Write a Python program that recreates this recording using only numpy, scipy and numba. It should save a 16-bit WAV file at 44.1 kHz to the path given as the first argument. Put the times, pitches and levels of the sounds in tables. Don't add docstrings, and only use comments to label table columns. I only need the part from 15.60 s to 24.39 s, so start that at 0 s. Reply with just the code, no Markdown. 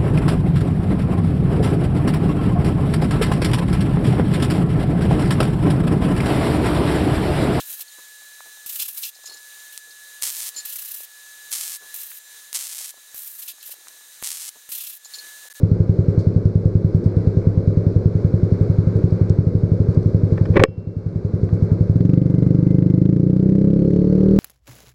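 import sys
import numpy as np
from scipy import signal
from scipy.fft import rfft, irfft, next_fast_len
from scipy.io import wavfile
from scipy.ndimage import uniform_filter1d
from numba import njit

SR = 44100
rng = np.random.default_rng(int(sys.argv[2]) if len(sys.argv) > 2 else 0)


def makeup_ratio(level_db):
    decades = np.asarray(level_db, float) / 20
    return 10 ** decades


def inscribe(sig):
    pcm = np.round(np.clip(np.atleast_2d(sig).T, -1, 1) * 32767)
    wavfile.write(sys.argv[1], SR, pcm.astype(np.int16))


N = 387638
T = np.arange(N) / SR


def curve(table):
    s, *columns = np.transpose(table)
    return [np.interp(T, s, c) for c in columns]


def colour(x, points):
    hz, db = np.transpose(points)
    size = next_fast_len(N)
    bins_hz = np.arange(size // 2 + 1) * SR / size
    gain = makeup_ratio(np.interp(np.log(bins_hz + 1), np.log(hz), db))
    y = irfft(rfft(x, size) * gain, size)[:N]
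    return y / np.std(y)


def noise(points):
    return colour(rng.standard_normal(N), points)


def smooth_twice(x, k):
    return uniform_filter1d(uniform_filter1d(x, k), k)


def walk(rate):
    k = int(SR / rate)
    held = np.repeat(rng.standard_normal(N // k + 1), k)
    return 0.7 * smooth_twice(held, k)[:N]


def ring(hz, t60, length):
    t = T[:int(length * SR)]
    decay = np.exp(-np.log(1000) * np.outer(1 / t60, t))
    return np.sin(2 * np.pi * np.outer(hz, t)) * decay


def strike(blows, modes):
    hz, db, t60 = np.transpose(modes)
    return signal.fftconvolve(blows, makeup_ratio(db) @ ring(hz, t60, .8))[:N]


def add(out, i, x):
    out[i:i + len(x)] += x[:len(out) - i]


def background_swing():
    # time in seconds, swing in dB before a layer's share.
    swing = [(0, -4), (.5, 1.1), (1, -1.8), (1.6, 1.2), (2.4, 0.4), (3, 3), (3.7, 1.1), (4.1, -1),
             (4.6, 1.5), (5.5, 4), (6.3, 1), (6.8, -1), (7.8, -6.5), (8.4, -4.5), (8.79, -2)]
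    return curve(swing)[0]


def traffic_hiss():
    # frequency in Hz, level in dB.
    spectrum = [(500, -4), (800, -0.5), (1600, -6), (1800, -14.5), (2200, -11), (2900, -28.5), (4000, -40),
                (8000, -62)]
    level_db = -47 + 1.05 * background_swing()
    return makeup_ratio(level_db + 1.3 * walk(13)) * noise(spectrum)


def wind():
    # peak time in seconds, rise above the breeze in dB, bell width in seconds.
    gusts = [(3.96, 10.5, .07), (6.82, 7, 0.12), (8.79, 9, 0.11)]
    level_db = -42.5 + 0.66 * background_swing()
    for s, db, width in gusts:
        level_db = level_db + db * np.exp(-.5 * ((T - s) / width) ** 2)
    rumble = noise([(8, -6.5), (25, 10.5), (45, 16), (80, 1.5), (200, -51.0)])
    return makeup_ratio(level_db + 3.6 * walk(1.6)) * rumble


def rustles():
    # start in seconds, level in dB, decay time in ms.
    scratches = [(.59, -47, 30), (0.853, -55, 16), (1.44, -53, 21), (3.508, -46, 2.4), (3.6965, -37.5, 3.4),
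                 (3.851, -53, 3), (4.346, -50.5, 5.5), (4.43, -49, 3.7)]
    # frequency in Hz, level in dB.
    spectrum = [(2000, -30), (3500, -6.5), (4500, 7), (6000, -3.5), (8500, -11), (12000, -18.5),
                (16000, -51.5)]
    envelope = np.zeros(N)
    for s, db, ms in scratches:
        add(envelope, int(s * SR), makeup_ratio(db) * np.exp(-T[:4000] * 1000 / ms))
    return envelope * noise(spectrum)


def whirs():
    # pitch in Hz, ring t60 in seconds, start in seconds, end in seconds, level in dB.
    resonances = [(2070, .16, 6.3, 7.6, -61), (4300, .02, 8.1, 9.2, -65), (1250, .06, 8.3, 9.2, -62)]
    out = np.zeros(N)
    for hz, t60, start, end, db in resonances:
        tone = strike(rng.standard_normal(N), [(hz, 0, t60)])
        progress = np.clip((T - start) / (end - start), 0, 1)
        fade = np.sqrt(np.sin(np.pi * progress).clip(0))
        out += makeup_ratio(db) * tone / np.std(tone) * fade
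    return out


def firing_swell(cycles):
    return smooth_twice(np.exp(-((cycles + 0.057) % 1) / 0.31), 150)


def drone(cycles):
    # frequency in Hz, level in dB.
    spectrum = [(30, -20.5), (90, -3.5), (160, -2), (270, -7.5), (400, -3.5), (520, -9), (640, -20),
                (800, -36), (1200, -84)]
    level_db = -25 + 0.79 * background_swing()
    return (1 + 0.38 * firing_swell(cycles)) * makeup_ratio(level_db + 1.15 * walk(25)) * noise(spectrum)


def valve_gear(cycles):
    # frequency in Hz, level in dB.
    valve_spectrum = [(2500, -18.5), (3400, -4.5), (4200, 3), (5300, -1), (6500, -7), (8000, -13),
                      (11600, -19), (14000, -40), (16000, -70)]
    # frequency in Hz, level in dB.
    rattle_spectrum = [(3000, -30), (4400, -5), (6000, -0.5), (8000, -1), (11000, -6), (14000, -12),
                       (16000, -45)]
    rattle_db, rattle_cycles = -4.5, .2
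    pull_s, load_db = 5.8, 5
    level_db = -61 + .95 * background_swing()
    valves = (1 + .5 * firing_swell(cycles)) * makeup_ratio(level_db + 0.65 * walk(30)) * noise(valve_spectrum)
    puff = uniform_filter1d(np.exp(-((cycles - 0.02) % 1) / rattle_cycles), size=80)
    rattle_level_db = level_db + rattle_db + load_db * (T > pull_s) + 5 * walk(14)
    return valves + puff * makeup_ratio(rattle_level_db) * noise(rattle_spectrum)


def knocks(blow=0.39, contact_hz=(900, 3500, 9000)):
    # start in seconds, level in dB, scrape time constant in ms,
    # push on the visor in dB against the shell, push on the latch in dB against the shell.
    hits = [(4.777, -32, 2.4, 10, -6), (4.855, -38.5, 2.2, 14, 10.5), (4.939, -26, 5.4, 1, -17),
            (4.958, -1, 4.6, -9.5, -30), (4.967, 1.5, 3.2, -3.5, -27.5), (4.9961, -2, 2.6, 1, -21),
            (5.012, -1.5, 4.2, -15, -35), (5.021, -3, 2.5, -14, -31), (5.0372, 23.5, 0.9, 4, -2),
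            (5.047, 3, 2.2, -3.5, -28), (5.8915, -32, 1, 7, -6)]
    # frequency in Hz, level in dB, t60 in seconds.
    shell = [(267, -10.5, 0.0028), (365, -9, 0.015), (450, -0.5, 0.05), (524, -5.5, 0.084)]
    # frequency in Hz, level in dB, t60 in seconds.
    visor = [(870, -6, 0.012), (1135, -5, 0.018), (1490, 0, 0.0054), (1794, -3, 0.0093), (2210, -13, 0.019)]
    # frequency in Hz, level in dB, t60 in seconds.
    latch = [(3070, -4, 0.0095), (5050, -7, 0.0073), (6900, -19, 0.005), (2290, -42, 0.25),
             (2720, -54.5, 0.91), (3058, -57.5, .55), (3305, -57, 0.39), (5093, -58.5, 0.35)]
    pushes = np.zeros((3, N))
    for s, db, ms, visor_db, latch_db in hits:
        u = T[:3000] * 1000 / ms
        scrape = min(ms / 3, 1) * rng.standard_normal(3000) * u * np.exp(-u)
        burst = scrape / np.sqrt(ms * SR / 4000)
        burst[0] -= blow
        for push, share_db in zip(pushes, (0, visor_db, latch_db)):
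            add(push, int(s * SR), makeup_ratio(db + share_db) * burst)
    out = np.zeros(N)
    for push, hz, modes in zip(pushes, contact_hz, (shell, visor, latch)):
        softened = signal.lfilter(*signal.butter(2, hz, fs=SR), push)
        out += strike(softened, modes)
    return out


def exhaust(rate, cycles, scatter_db=.6, detune=.002, snap_scatter_db=1.8):
    # frequency in Hz, t60 in seconds, signed relative gain.
    pipe_idle = [(59.5, 0.087, -0.17), (102, 0.18, 0.67), (143.4, 0.055, 0.94), (174.1, 0.23, -0.29),
                 (237, 0.02, -0.69), (330, 0.02, -0.48), (369.4, 0.26, -0.28), (493, 0.15, -0.97),
                 (600, .04, 0.73)]
    pipe_pull = [(76, 0.037, 0.061), (112.8, 0.07, 0.54), (140, 0.024, 0.17), (186.3, 0.11, -0.55),
                 (310, 0.042, -0.86), (377, 0.2, 0.1), (428, 0.053, -0.22), (506.3, .12, -0.24),
                 (580, 0.057, .06)]
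    pipe_rev = [(96, 0.051, 0.3), (142, 0.024, 0.13), (183, 0.05, 0.68), (206.9, 0.12, -0.69),
                (310, 0.045, -0.49), (381, 1, 0.059), (436.3, 0.085, -0.54), (533, 0.087, -0.14),
                (566, 0.037, 0.27)]
    # its bell's standard deviation in ms at gas heat 0, 0.5 and 1.
    push_ms = (1, 0.62, 0.39)
    # time in seconds, level in dB.
    firing = [(0, 2), (3.96, 2.5), (4.03, 1), (4.3, 1.5), (4.95, 3.5), (6.28, 4), (6.55, 5.5), (6.7, 3.1),
              (7.5, 2.8), (7.75, -1.5), (8.79, -1)]
    # frequency in Hz, level in dB.
    snap_spectrum = [(300, -13.5), (800, 5), (2000, -1), (4000, -8), (8000, -17.5), (12000, -23.5),
                     (16000, -45)]
    cold_rate, hot_rate = 10, 41.9
    snap_db, snap_from_heat = -27, .15
    rebound_ms, rebound_db = 4.6, -8
    crackle_size, crackle_ms = .2, 1.1

    heat = np.clip((rate - cold_rate) / (hot_rate - cold_rate), 0, 1)
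    firing_db = curve(firing)[0]
    pipes = np.array([pipe_idle, pipe_pull, pipe_rev])
    pipe, snaps = np.zeros(N), np.zeros(N + SR)
    for i in np.flatnonzero(np.diff(np.floor(cycles))):
        chance = rng.standard_normal(13)
        share = np.clip(1 - np.abs(2 * heat[i] - np.arange(3)), 0, 1)
        hz, t60, gain = np.tensordot(share, pipes, axes=1).T
        push = np.exp(-.5 * (np.arange(-200, 201) * 1000 / SR / (share @ push_ms)) ** 2)
        tone = gain @ ring(hz * (1 + detune * chance[:9]), t60, 0.34)
        pulse = signal.fftconvolve(tone, push / push.sum())
        start = i - 200 - int(.0026 * SR)
        add(pipe, start, makeup_ratio(firing_db[i] + scatter_db * chance[9]) * pulse)

        crackles = crackle_size * rng.standard_normal((2, 200)) * np.exp(-T[:200] * 1000 / crackle_ms)
        crackles[:, 0] = 1
        snap = (heat[i] > snap_from_heat) * makeup_ratio(firing_db[i] + snap_db)
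        add(snaps, i, snap * makeup_ratio(snap_scatter_db * chance[10]) * crackles[0])
        rebound_at = i + int((rebound_ms + .5 * chance[11]) * SR / 1000)
        rebound = snap * makeup_ratio(rebound_db + 2 * snap_scatter_db * chance[12])
        add(snaps, rebound_at, rebound * crackles[1])
    return pipe + np.std(snaps) * colour(snaps[:N], snap_spectrum)


def scene():
    # time in seconds, firings per second.
    revs = [(0.0, 12.399), (0.33, 10.492), (0.77, 10.948), (0.95, 9.696), (1.26, 10.923), (1.35, 8.663),
            (1.8, 10.3), (1.91, 9.453), (2.19, 10.599), (2.47, 10.418), (3.53, 12.132), (3.58, 10.496),
            (3.8, 12.275), (5.5, 10.355), (5.64, 11.356), (5.91, 10.199), (6.3, 11.438), (6.34, 18.833),
            (6.49, 24.443), (6.82, 23.946), (7.1, 25.594), (7.39, 25.88), (7.7, 30.48), (8.79, 39.343)]
    rate = curve(revs)[0]
    cycles = .573 + np.cumsum(rate) / SR
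    around = traffic_hiss() + wind() + rustles() + whirs()
    engine = drone(cycles) + valve_gear(cycles) + exhaust(rate, cycles)
    return (around + knocks() + engine)[None]


@njit
def follow(x, attack, release):
    e, out = 0., np.empty(len(x))
    for i in range(len(x)):
        e += (abs(x[i]) - e) * (attack if abs(x[i]) > e else release)
        out[i] = e
    return out


def duck(x, top_db, attack_ms, release_ms, smooth_ms=0.4):
    level = follow(x, 1000 / (attack_ms * SR), 1000 / (release_ms * SR))
    gain = np.minimum(1, makeup_ratio(top_db) / (level + 1e-9))
    return x * smooth_twice(gain, int(smooth_ms * SR / 1000) + 1)


def band_limit(x):
    return signal.sosfilt(signal.butter(12, 15950, fs=SR, output="sos"), x)


def record(dry):
    x = duck(dry[0], top_db=-5.0, attack_ms=2.97, release_ms=447)
    x = duck(x, top_db=4.5, attack_ms=6.6, release_ms=12)
    x = x - uniform_filter1d(x, size=4000)
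    clipped = np.clip(x, -1, 1)
    mix = signal.sosfilt(signal.butter(3, 11000, fs=SR, output="sos"), clipped)
    return band_limit(mix[None])


dry = scene()
out = record(dry)
inscribe(out)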